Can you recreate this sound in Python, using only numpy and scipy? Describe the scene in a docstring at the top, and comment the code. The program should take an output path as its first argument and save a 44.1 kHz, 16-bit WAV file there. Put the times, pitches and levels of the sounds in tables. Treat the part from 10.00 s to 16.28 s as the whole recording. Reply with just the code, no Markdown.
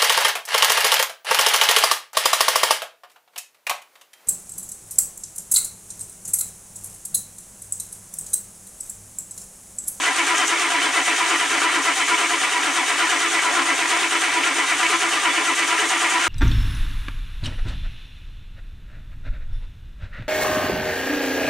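"""Cold diesel cranking without firing

A starter motor cranks a cold V8 diesel that never fires, some metres away on a driveway.
The flywheel slows into each compression and springs ahead, about nine times a second, so the gear whine slides.
Eight unequal cylinders repeat the same limping pattern with every engine cycle.
Loaded teeth grind as shaped noise and ring the housing as wavering tones; the unloaded drive rattles as
bright noise. Short scattered echoes stand for ground and house walls, over faint steady outdoor noise."""
import sys
import numpy as np
from scipy import signal
from scipy.fft import rfft, irfft
from scipy.io import wavfile

SR = 44100
rng = np.random.default_rng(int(sys.argv[2]) if len(sys.argv) > 2 else 0)


def digitize_waveform(pressure):
    """Quantize a signal to 16-bit integers and store it at the path in sys.argv[1].

    Rows of a 2-D input are taken as channels; values are limited to [-1, 1].
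    """
    field = np.atleast_2d(pressure).T
    bounded = np.clip(field, -1, 1)
    quanta = np.round(bounded * 32767).astype(np.int16)
    wavfile.write(sys.argv[1], SR, quanta)


N = 276948  # length in samples

# The course of one stroke, in eight even steps from top dead centre (piston at its highest).
# Each row: speed change as a share (before each cylinder's own factor), then relative levels
# of tooth load in dB, rasp in dB and rattle in dB.
STROKE_COURSE = [(-.02, -5.4, -2.7, -0.3), (.18, -1.4, -1.3, 1.9), (.2, -0.2, -0.6, 3),
                 (.085, 0.5, -0.5, 2.9), (-.015, 0.1, 1.8, 0.3), (-.1, -0.3, 1.9, -0.8),
                 (-.185, -1.6, 1, -1.3), (-.18, -2, 0.6, -1.6)]
TEETH = 152  # on the ring gear around the flywheel


def gain_of(db):
    """Turns decibels into an amplitude factor."""
    return 10 ** (np.asarray(db) / 20)


def evened(x):
    """Scales a signal to an average strength (rms) of 1."""
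    return x / np.sqrt(np.mean(x ** 2) + 1e-20)


def read(points, hz):
    """Reads a spectrum table between its points, on a log-frequency axis."""
    f, value = np.transpose(points)
    return np.interp(np.log(hz + 1), np.log(f + 1), value)


def colour(x, points, modes=(), size=8192):
    """Filters with a smooth spectrum plus resonant peaks, without sounding ahead of the input."""
    hz = abs(np.fft.fftfreq(size, 1 / SR))
    peaks_db = sum(lift / (1 + (2 * (hz - f) / width) ** 2) for f, width, lift in modes)
    db = read(points, hz) + peaks_db
    # the Hilbert transform supplies the minimum phase that belongs to these levels
    response = np.exp(np.conj(signal.hilbert(np.log(gain_of(db)))))
    impulse = np.fft.ifft(response).real[:size // 2]
    return signal.oaconvolve(x, impulse)[:len(x)]


def wander(rate_hz):
    """Smooth random drift of rms 1, fading out above about the given rate."""
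    hz = np.fft.rfftfreq(N, 1 / SR)
    spectrum = rfft(rng.standard_normal(N)) * np.exp(-(hz / rate_hz) ** 2)
    return evened(irfft(spectrum, N))


def cyclic(values, turns):
    """Reads a repeating table smoothly; one turn is one pass through it."""
    fine = signal.resample(np.asarray(values, float), len(values) * 20)
    return np.interp(turns, np.arange(len(fine)) / len(fine), fine, period=1)


def by_cylinder(table, stroke):
    """Reads columns in firing order, gliding from the middle of one stroke to the next."""
    middles = np.arange(len(table)) + .5
    return [np.interp(stroke, middles, column, period=len(table)) for column in np.transpose(table)]


def crank():
    """Counts strokes and gear teeth over time; each cylinder brings its own speed swing and levels."""
    # Start of each engine cycle in seconds; a cycle is two crankshaft turns and eight compressions.
    cycle_starts = [-0.094, 0.805, 1.713, 2.617, 3.525, 4.428, 5.322, 6.212]
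    # The cylinders in firing order, whose unequal compression makes the limp.
    # Each row: lateness in seconds, speed swing as a factor, load change at top dead centre in dB,
    # then relative levels of grinding in dB, rasp in dB, rattle in dB and gear hum in dB.
    cylinders = [(0.000, 1.0, 1.8, 0.3, 0.4, -0.6, 2.5), (0.004, 0.95, -2.2, 0.2, -0.3, -0.1, 0),
                 (0.011, 0.95, -1.7, -1, 0.3, 0.7, -2.5), (0.0125, 0.45, -1, 0.5, 0.3, 0.4, -0.5),
                 (0.008, 0.95, 1.2, 0.3, 0.3, 0.6, 2.5), (0.003, 0.85, -3.5, -0.3, -0.6, 0.1, -0.5),
                 (0.000, 0.75, 0, -0.4, 0, 0.8, -3), (-0.001, 0.85, 1.5, -0.1, 0.4, -1, 0.5)]
    count, late_s = len(cylinders), np.transpose(cylinders)[0]
    # one more cycle, as long as the last, closes the timeline
    cycles = np.append(cycle_starts, 2 * cycle_starts[-1] - cycle_starts[-2])
    index = np.arange(count * len(cycle_starts))
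    starts = np.interp(index / count, np.arange(len(cycles)), cycles) + late_s[index % count]
    stroke = np.interp(np.arange(N) / SR, starts, index)
    _, depth, _, grind_db, rasp_db, rattle_db, hum_db = by_cylinder(cylinders, stroke)
    swing = cyclic(np.transpose(STROKE_COURSE)[0], stroke) * depth
    speed = 1 + swing - swing.mean() + .012 * wander(45)
    strokes_per_turn = count / 2
    tooth = np.cumsum(speed * np.gradient(stroke)) * TEETH / strokes_per_turn
    # around top dead centre, where trapped air begins to drive the piston,
    # the load on the teeth changes by each cylinder's own amount
    top = np.round(stroke).astype(int)
    nearness = np.exp(-((stroke - top) / 0.13) ** 2)  # width as a share of a stroke
    load_db = np.transpose(cylinders)[2][top % count] * nearness
    return stroke, tooth, (grind_db + load_db, rasp_db + load_db, rattle_db, hum_db + load_db)


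def tooth_blows(tooth, wear_db, chance_db):
    """One click a tooth; worn teeth come round again with every turn of the flywheel."""
    at = np.flatnonzero(np.diff(np.floor(tooth)))
    wear = rng.standard_normal(TEETH)[tooth[at].astype(int) % TEETH]
    level_db = wear_db * wear + chance_db * rng.standard_normal(len(at))
    blows = np.zeros(N)
    blows[at] = gain_of(level_db) * rng.choice([-1, 1], len(at))
    return evened(blows)


def scrape(tooth, depth_db, patchy_db):
    """Sliding metal: noise that can throb with each tooth and comes in uneven patches."""
    level_db = depth_db * np.cos(2 * np.pi * tooth) + patchy_db * wander(96)
    return evened(rng.standard_normal(N) * gain_of(level_db))


def gear_hum(stroke, tooth, hum_db):
    """A tone at the tooth rate, which sinks as the flywheel slows into each compression."""
    swell_db = 3.7 * np.cos(2 * np.pi * (stroke - .47))  # loudest at this share of the stroke
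    level_db = hum_db + swell_db + 1.3 * wander(14)
    return evened(gain_of(level_db) * np.cos(2 * np.pi * tooth))


def gear_whine(tooth):
    """Overtones of the tooth rate; uneven contact makes them stray in phase and flicker."""
    # Each row: multiple of the tooth rate, relative level in dB.
    overtones = [(2, 1.5), (3, 4), (4, 5), (5, -0.5), (6, 0), (7, 0), (8, -2.5)]
    stray_turns, flicker_db = .14, 3
    whine = 0
    for multiple, db in overtones:
        level = gain_of(db + flicker_db * wander(25.4))
        turns = round(multiple) * tooth + stray_turns * wander(98)
        whine = whine + level * np.cos(2 * np.pi * turns)
    return evened(whine)


def gears(stroke, tooth, grind_db, rasp_db, hum_db):
    """The pinion drives the ring gear: hum, whine, blows and scraping pass through the truck's resonances."""
    # Duller grinding of the tooth flanks, weakest at top dead centre and fullest around mid-stroke.
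    # Each row: frequency in Hz, level in dB.
    flank_spectrum = [(200, -3), (280, -4.5), (380, -2), (500, 0.2), (1600, 0.5), (1800, 2.5),
                      (2100, -23.5), (3000, -4), (5000, -0.5)]
    # Brighter rasp of the tooth tips, fullest just past mid-stroke. Each row: frequency in Hz, level in dB.
    tip_spectrum = [(600, -28), (1500, -15), (1800, 3.5), (2000, -1), (2600, -0.3), (3000, -2)]
    # What the truck radiates between its resonances. Each row: frequency in Hz, level in dB.
    radiation = [(40, -60), (150, -32), (215, -28), (270, -28), (550, -20.5), (850, -17.5), (1300, -22),
                 (2300, -10), (3000, -16.5), (3700, -26), (5000, -24), (9000, -32.5), (15000, -58)]
    # Resonances of starter, bell housing and body panels. Each row: frequency in Hz, width in Hz, lift in dB.
    truck_modes = [(281.4, 47.4, 18.5), (336, 27, 18), (425, 42, 14), (702, 24, 11), (760, 30, 7.5),
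                   (834, 27, 3.5), (964, 48, 10.5), (1033, 40, 12), (1141, 41, 7), (1200.6, 46, 13),
                   (1318, 60, 15.5), (1390, 41, 11.5), (1446, 34, 11), (1497, 27, 5), (1601, 33, 12),
                   (1669, 57, 7.0), (1771, 93, 3.5), (1910, 50, 7.5), (1974.5, 57, 4), (2004.7, 21.4, 7),
                   (2134, 51, 6.5), (2270, 54, 6.5), (2516, 76, 2.5), (2645, 70, 5.5), (2935, 80, 8.5),
                   (3040, 70, 6), (3112, 30, 10), (3420, 40, 16), (4020, 45, 12)]
    load_db, bite_db = (cyclic(column, stroke) for column in np.transpose(STROKE_COURSE)[1:3])
    hum = gear_hum(stroke, tooth, hum_db)
    whine = gear_whine(tooth)
    blows = tooth_blows(tooth, wear_db=2.5, chance_db=4)
    # both share the whine, but each has its own scraping noise
    flank, tip = (gain_of(1.5) * scrape(tooth, depth_db=0.5, patchy_db=2.3) + gain_of(-7.5) * whine
                  for _ in range(2))
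    grind = colour((flank + gain_of(-2.5) * blows) * gain_of(load_db + grind_db), flank_spectrum)
    rasp = colour(tip * gain_of(bite_db + rasp_db), tip_spectrum)
    drive = gain_of(-19) * hum + grind + rasp
    return gain_of(-21.5) * evened(colour(drive, radiation, truck_modes))


def sing(stroke, hz, level_db, waver_hz, peak_share, depth_db):
    """A metal part sings: a wavering tone that swells at one point of each stroke."""
    swell = gain_of(depth_db * np.cos(2 * np.pi * (stroke - peak_share)) + level_db)
    pitch_hz = hz + waver_hz * wander(51.1)
    return evened(swell * np.sin(2 * np.pi * np.cumsum(pitch_hz) / SR))


def housing(stroke):
    """The starter's case and bracket ring as the teeth take up the load, then the bell housing."""
    # How each stroke makes the metal sing, in firing order; all levels are relative.
    # Each row: bell housing level in dB, its note in Hz, its peak as a share of the stroke,
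    # starter case level in dB, its peak as a share of the stroke,
    # bracket level in dB, its note in Hz, squeal level in dB.
    singing = [(-2.5, 1020, 0.72, -4, 0.5, 6, 1400, 0), (2, 995, 0.58, 9, 0.45, -4, 1330, 1),
               (-3, 995, 0.65, 2, 0.35, -3, 1330, 4), (8, 978, 0.66, 0, 0.55, 4, 1205, 0),
               (2, 1033, 0.64, 1, 0.32, 4, 1203, 1), (3, 982, 0.52, 5, 0.37, -2, 1320, 1),
               (-6, 1000, 0.65, 0, 0.45, -1, 1325, 3), (10, 982, 0.56, 3, 0.67, -3, 1340, -2)]
    (bell_db, bell_hz, bell_share, case_db, case_share,
     bracket_db, bracket_hz, squeal_db) = by_cylinder(singing, stroke)
    bell = sing(stroke, bell_hz, bell_db + wander(6), waver_hz=11, peak_share=bell_share, depth_db=8.5)
    low = sing(stroke, 730, 2 * wander(7.6), waver_hz=22, peak_share=0.33, depth_db=11)
    case = sing(stroke, 2001, case_db + 2 * wander(6), waver_hz=8.25, peak_share=case_share, depth_db=10)
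    bracket = sing(stroke, bracket_hz, bracket_db + 2 * wander(8), waver_hz=14, peak_share=0.35, depth_db=9)
    # late in the stroke the hard-pressed teeth squeal, sinking with the flywheel
    squeal_hz = 2380 * (1 + .4 * cyclic(np.transpose(STROKE_COURSE)[0], stroke))
    squeal = sing(stroke, squeal_hz, squeal_db + 2 * wander(10), waver_hz=44.76, peak_share=0.63, depth_db=9)
    starter = gain_of(-43) * low + gain_of(-34.5) * case + gain_of(-39.5) * bracket
    return gain_of(-32.5) * bell + starter + gain_of(-39.3) * squeal


def yard(x, t60=0.069, size=12000):
    """Short scatter from concrete and walls: sparse random echoes that fall 60 dB in t60 seconds."""
    t = np.arange(size) / SR
    sparse = rng.standard_normal(size) * (rng.random(size) < .1)
    taps = sparse * gain_of(-60 * t / t60) * (t > .001)
    return signal.oaconvolve(x, taps / np.linalg.norm(taps))[:N]


def rattle(stroke, tooth, rattle_db):
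    """When the engine runs ahead of the starter, the freewheel slips and the slack drive chatters brightly."""
    # The unloaded drive. Each row: frequency in Hz, level in dB.
    clatter_spectrum = [(200, -34), (1500, -19), (3300, 3), (4900, -5.5), (6500, -4.5), (8900, -2),
                        (9500, -7.5), (10500, -9.5), (11300, -17.5), (12500, -24), (15500, -34.5)]
    # Resonances of its small steel parts. Each row: frequency in Hz, width in Hz, lift in dB.
    drive_modes = [(5260, 130, 3), (6050, 340, 8), (6920, 180, 5.5), (7730, 110, 0), (7920, 240, 2.5),
                   (8300, 210, 4.5), (8830, 150, 1.5), (10430, 250, 2)]
    # The freewheel slipping near top dead centre. Each row: frequency in Hz, level in dB.
    slip_spectrum = [(2000, -39), (5200, -14.5), (5900, 0), (6900, -1), (8000, -6), (11000, -18.5),
                     (15500, -42)]
    blows = tooth_blows(tooth, wear_db=6, chance_db=3.5)
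    chatter = scrape(tooth, depth_db=0.0, patchy_db=0.73) + gain_of(-22) * blows
    slack = gain_of(cyclic(np.transpose(STROKE_COURSE)[3], stroke) + rattle_db)
    clatter = gain_of(-29.25) * evened(colour(chatter * slack, clatter_spectrum, drive_modes))
    slip_swell_db = 6 * np.cos(2 * np.pi * (stroke - 0.085))  # loudest at this share of the stroke
    slipping = gain_of(slip_swell_db + rattle_db + 2.3 * wander(5))
    slip_noise = scrape(tooth, depth_db=-2, patchy_db=2.5) * slipping
    slip = gain_of(-37) * evened(colour(slip_noise, slip_spectrum))
    # part of it bounces between the underbody and the concrete
    return clatter + slip + gain_of(-8.5) * yard(clatter + slip, t60=0.055)


def outdoor_noise():
    """Faint steady outdoor noise: a soft broadband hush over a low rumble."""
    # Each row: frequency in Hz, relative level in dB.
    outdoor_spectrum = [(10, -46), (30, -35), (55, -10), (75, -5.5), (105, 4.5), (170, -1), (300, -14),
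                        (1000, 1.5), (8000, -27)]
    return gain_of(-54) * evened(colour(rng.standard_normal(N), outdoor_spectrum))


def scene():
    """The cranking truck over faint outdoor noise; scattered sound differs between left and right."""
    # Colour of the sound that differs between the sides. Each row: frequency in Hz, level in dB.
    scatter_spectrum = [(100, -18), (340, -19), (540, -14.5), (1000, -9), (2000, -14), (4000, -8.5),
                        (6000, -10), (8000, -5.5), (10500, -3.5), (13000, -7)]
    # Balance of the two sides. Each row: frequency in Hz, left minus right in dB.
    lean = [(100, 0), (330, -0.3), (500, 0.5), (700, 2.5), (1100, 3.4), (2000, .3), (4000, -0.5), (8000, 0),
            (13000, 0.5)]
    stroke, tooth, (grind_db, rasp_db, rattle_db, hum_db) = crank()
    starter = gears(stroke, tooth, grind_db, rasp_db, hum_db) + housing(stroke)
    # two independent draws: one shared by both sides, one to set them apart
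    direct, scattered = (rattle(stroke, tooth, rattle_db) + outdoor_noise() for _ in range(2))
    mid = starter + direct
    side = colour(yard(starter) + scattered, scatter_spectrum)
    channels = []
    for sign in (1, -1):  # left, then right
        balance = [(hz, sign * db / 2) for hz, db in lean]
        channels.append(colour(mid + sign * side, balance))
    return np.array(channels)


def record(dry):
    """Limits the band with a steep low-pass filter that removes the highest treble."""
    lowpass = signal.firwin(511, 15650, window=("kaiser", 9), fs=SR)  # cutoff in Hz
    return signal.oaconvolve(dry, lowpass[None], "same")


dry = scene()
out = record(dry)
digitize_waveform(out)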